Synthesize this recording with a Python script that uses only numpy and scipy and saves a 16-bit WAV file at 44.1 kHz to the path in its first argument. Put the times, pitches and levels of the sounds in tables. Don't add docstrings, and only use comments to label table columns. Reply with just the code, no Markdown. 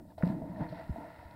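import sys
import numpy as np
from scipy import signal
from scipy.fft import rfft, irfft
from scipy.io import wavfile
from scipy.ndimage import uniform_filter1d

SR = 44100
rng = np.random.default_rng(int(sys.argv[2]) if len(sys.argv) > 2 else 0)


def bounce(signal):
    frames = np.transpose(np.atleast_2d(signal))
    limited = np.clip(frames, -1, 1)
    pcm = np.round(limited * 32767).astype(np.int16)
    wavfile.write(sys.argv[1], SR, pcm)


N = 59535

# t/s, level/dB, f/Hz, ring time/s, pitch rise/(share of f per s)
AIR_POCKETS = [(0.2328, -15, 173.5, 0.079, 0.35), (0.267, -22.5, 178, 0.076, 0.5),
               (0.2986, -22, 189, 0.056, 0.5), (0.331, -28.5, 180, 0.06, 0.3),
               (0.379, -30.5, 172, 0.059, 0.3), (0.497, -37, 176, 0.11, 0.25),
               (0.6035, -28, 224, 0.034, 0.2), (0.613, -27, 159.4, 0.094, 0.23),
               (0.699, -42.5, 125, 0.11, 3.2), (0.7177, -36, 160.2, 0.18, 2.9),
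               (0.981, -37.5, 278.4, 0.087, 0.57), (1.009, -42, 284, 0.078, 1.5)]
# t/s, level/dB
BODY_SMACKS = [(0.1797, -48), (0.225, -22.5), (0.2347, -30)]
# f/Hz, level/dB, ring time/s
SMACK_TONES = [(1485, -12, 0.017), (1740, -7.5, 0.0052), (2194, -21.5, 0.004)]
def plunge():
    booms = sum(undb(db) * ring(start, hz, ring_s, rise_s=0.0031, glide=glide)
                for start, db, hz, ring_s, glide in AIR_POCKETS)
    smacks = sum(undb(db + tone_db) * ring(start, hz, ring_s, rise_s=0.00097)
                 for start, db in BODY_SMACKS for hz, tone_db, ring_s in SMACK_TONES)
    return booms + smacks


# t/s, level/dB, fade time/s
WATER_SLAPS = [(0.178, -43.5, 0.01), (0.231, -43, 0.033), (0.6055, -36.5, 0.0084), (0.787, -50, 0.007)]
def slaps():
    hollow_noise = steady(housing(rng.standard_normal(N)), span_s=0.0071)
    return bursts(WATER_SLAPS) * hollow_noise


# t/s, level/dB, f/Hz, ring time/s, rise time/s
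GULPS = [(0.051, -52.5, 594, 0.044, 0.0026), (0.117, -53.5, 904, 0.031, 0.0044),
         (0.1795, -40.5, 640, 0.024, 0.0048), (0.208, -39, 606, 0.017, 0.0042),
         (0.236, -31, 508, 0.033, 0.0023), (0.4195, -39.5, 656, 0.09, 0.0015),
         (0.438, -40, 616, 0.036, 0.0064), (0.7225, -38.5, 636, 0.096, 0.006),
         (0.792, -39, 665.5, 0.094, 0.0056), (0.9587, -36, 673, 0.069, 0.0024),
         (1.038, -42, 681, 0.19, 0.0059), (1.225, -48, 680, 0.078, 0.0048)]
# multiple of f, level/dB, share of the ring time
GULP_TONES = [(0.998, 2, 0.71), (1.4, -18, .9)]
def plops():
    return sum(undb(db + tone_db) * ring(start, hz * multiple, ring_s * share, rise_s)
               for start, db, hz, ring_s, rise_s in GULPS for multiple, tone_db, share in GULP_TONES)


# t/s, level/dB
WASH_LOUDNESS = [(0, -50), (.16, -61.5), (.22, -64.5), (.25, -40.5), (.36, -38), (.47, -43.5), (.55, -46),
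                 (.615, -39.5), (.68, -48), (.85, -55.5), (1.0, -50), (1.14, -63), (1.35, -61)]
# f/Hz, level/dB
WASH_TONE = [(40, -20), (90, -11.5), (170, 2), (240, -2.5), (315, 1), (380, -18), (700, -19.5),
             (2000, -62.5)]
# t/s, level/dB
CHURN_LOUDNESS = [(0, -58.5), (.05, -71), (.115, -58), (.165, -74), (.22, -45), (.25, -47.5), (.31, -43.5),
                  (.39, -54.5), (.48, -52), (.55, -52), (.62, -40.5), (.70, -53.5), (.81, -48.5),
                  (.89, -58), (1.02, -47), (1.15, -57), (1.35, -58.5)]
def stirred_water():
    wash = steady(colour(patter(scatter_db=1.5), WASH_TONE), span_s=0.025)
    churn = steady(housing(patter(scatter_db=1.5)), span_s=0.02)
    return swell(WASH_LOUDNESS) * wash + swell(CHURN_LOUDNESS) * churn


# t/s, thump level/dB, knock level/dB
PAW_STEPS = [(0.196, -41.5, -58), (0.246, -57, -52), (0.417, -38, -41.5), (0.612, -39, -32.5),
             (0.649, -43, -50), (0.8941, -25, -25.5), (1.18, -46, -60), (1.246, -40, -53)]
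# f/Hz, level/dB, ring time/s, rise time/s
DOCK_TONES = [(69, -2.5, 0.1, 0.012), (124, -10, 0.037, 0.012)]
# f/Hz, level/dB, ring time/s, rise time/s
PLANK_TONES = [(158, 3.5, 0.018, 0.0038), (280, -9.5, 0.017, 0.0032)]
def paws():
    thumps = sum(undb(db + tone_db) * ring(start, hz, ring_s, rise_s)
                 for start, db, _ in PAW_STEPS for hz, tone_db, ring_s, rise_s in DOCK_TONES)
    knocks = sum(undb(db + tone_db) * ring(start, hz, ring_s, rise_s)
                 for start, _, db in PAW_STEPS for hz, tone_db, ring_s, rise_s in PLANK_TONES)
    return thumps + knocks


# t/s, level/dB
SHOWER_LOUDNESS = [(0, -71.5), (.06, -78.5), (.11, -78), (.17, -85), (.185, -64.5), (.27, -53.5),
                   (.36, -64), (.46, -65), (.59, -62), (.62, -52), (.70, -59), (.795, -53.5), (.88, -59.5),
                   (1.02, -57.5), (1.35, -59)]
# f/Hz, level/dB
SHOWER_TONE = [(500, -30.5), (950, 12), (1150, -10), (1400, 4.5), (1620, -6.5), (1850, 3.5), (2100, -2),
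               (2330, -14.5), (2500, -10), (3000, -18.5), (6000, -36.5)]
# t/s, level/dB, f/Hz, ring time/s
BIG_DROPS = [(0.103, -62.5, 1680, 0.04), (0.559, -51.5, 1810, 0.038), (0.640, -50, 1820, 0.028),
             (0.664, -52.5, 1920, 0.023), (0.689, -58, 4300, 0.03), (0.769, -64, 4450, 0.017),
             (0.795, -60.5, 4400, 0.025)]
def drops():
    shower = steady(colour(patter(scatter_db=2), SHOWER_TONE), span_s=0.072)
    plinks = sum(undb(db) * ring(start, hz, ring_s, rise_s=0.0016, glide=0.79)
                 for start, db, hz, ring_s in BIG_DROPS)
    return swell(SHOWER_LOUDNESS) * shower + plinks


# t/s, level/dB
SPRAY_LOUDNESS = [(0, -95), (.11, -80), (.174, -89), (.183, -68), (.205, -75), (.28, -64.5), (.35, -79),
                  (.45, -81), (.58, -75), (.62, -70), (.67, -76), (.73, -70), (.80, -69.5), (.88, -75.5),
                  (1.35, -74.5)]
# t/s, level/dB, fade time/s
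SPRAY_CLUMPS = [(0.1795, -64, 0.006), (0.688, -63.5, 0.013), (0.719, -62, 0.006), (0.755, -72, .008)]
# f/Hz, level/dB
SPRAY_TONE = [(1200, -30.5), (2500, 0.5), (3100, -4.5), (3900, 3.5), (4700, -2), (5500, -5), (6400, -35),
              (15000, -48)]
# t/s, level/dB
FIZZ_LOUDNESS = [(0, -99), (.176, -87), (.183, -68.5), (.205, -76), (.25, -69), (.31, -70), (.40, -83),
                 (.88, -77), (.96, -73), (1.15, -81), (1.35, -79.5)]
# f/Hz, level/dB
FIZZ_TONE = [(3000, 0), (6500, -7), (8000, -0.5), (15000, -2)]
def spray():
    droplets = steady(colour(patter(scatter_db=2.5), SPRAY_TONE), span_s=0.086)
    splats = bursts(SPRAY_CLUMPS) * noise(SPRAY_TONE)
    fizz = swell(FIZZ_LOUDNESS) * noise(FIZZ_TONE)
    return swell(SPRAY_LOUDNESS) * droplets + splats + fizz


# f/Hz, width of one filter/Hz, level/dB
HOUSING_TONES = [(308, 64, -3.5), (494.6, 55, -1.5), (646, 104.4, 7), (904.2, 92, 2.5), (1345, 41, -18.5),
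                 (1710, 240, -18)]
def housing(x):
    out = 0
    for hz, width, db in HOUSING_TONES:
        b, a = signal.iirpeak(hz, hz / width, fs=SR)
        once = signal.lfilter(b, a, x)
        out = out + undb(db) * signal.lfilter(b, a, once)
    return unit(out)


# f/Hz, level/dB
WIND_TONE = [(15, -3.5), (35, -25), (75, 4.5), (130, -3), (300, -22.5), (1000, -44), (4000, -70.5)]
HISS_TONE = [(500, -25), (2500, -13.5), (5000, 1.5), (6400, -3.5), (8000, 2), (15000, 2.5)]
def wind_and_hiss():
    return undb(-58.5) * noise(WIND_TONE) + undb(-76) * noise(HISS_TONE)


def ring(start, hz, ring_s, rise_s, glide=0):
    t = since(start)
    onset = np.sin(np.pi / 2 * np.minimum(t / rise_s, 1)) ** 2
    fade = np.exp(-np.log(1000) * np.maximum(t - rise_s, 0) / ring_s)
    return onset * fade * np.sin(2 * np.pi * hz * t * (1 + glide * t / 2))


def bursts(rows, rise_s=0.0011):
    return sum(undb(db) * (1 - np.exp(-since(start) / rise_s)) * np.exp(-since(start) / fade_s)
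               for start, db, fade_s in rows)


def patter(scatter_db, hits_per_s=2500):
    hits = rng.random(N) < hits_per_s / SR
    direction = np.sign(rng.standard_normal(N))
    return hits * direction * undb(scatter_db * rng.exponential(size=N))


def noise(tone):
    return colour(rng.standard_normal(N), tone)


def colour(x, tone):
    hz, db = np.array(tone).T
    f = np.maximum(np.fft.rfftfreq(N, 1 / SR), 1)
    gain = undb(np.interp(np.log(f), np.log(hz), db))
    cepstrum = irfft(np.log(gain), N)
    response = np.exp(2 * rfft(cepstrum[:N // 2], N))
    return unit(irfft(rfft(x) * response, N))


def steady(x, span_s):
    power = uniform_filter1d(x ** 2, max(int(span_s * SR), 2))
    return x / np.sqrt(power + 1e-9)


def swell(curve):
    return undb(np.interp(np.arange(N) / SR, *np.array(curve).T))


def since(start):
    return np.maximum(np.arange(N) / SR - start, 0)


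def undb(db):
    return 10 ** (np.asarray(db) / 20)


def unit(x):
    return x / np.sqrt(np.mean(x ** 2))


def scene():
    splash = plunge() + slaps() + plops() + stirred_water() + drops() + spray()
    return (splash + paws() + wind_and_hiss())[None]


def record(dry, top_hz=15750):
    return signal.sosfilt(signal.ellip(10, .2, 70, top_hz, fs=SR, output="sos"), dry)


dry = scene()
out = record(dry)
bounce(out)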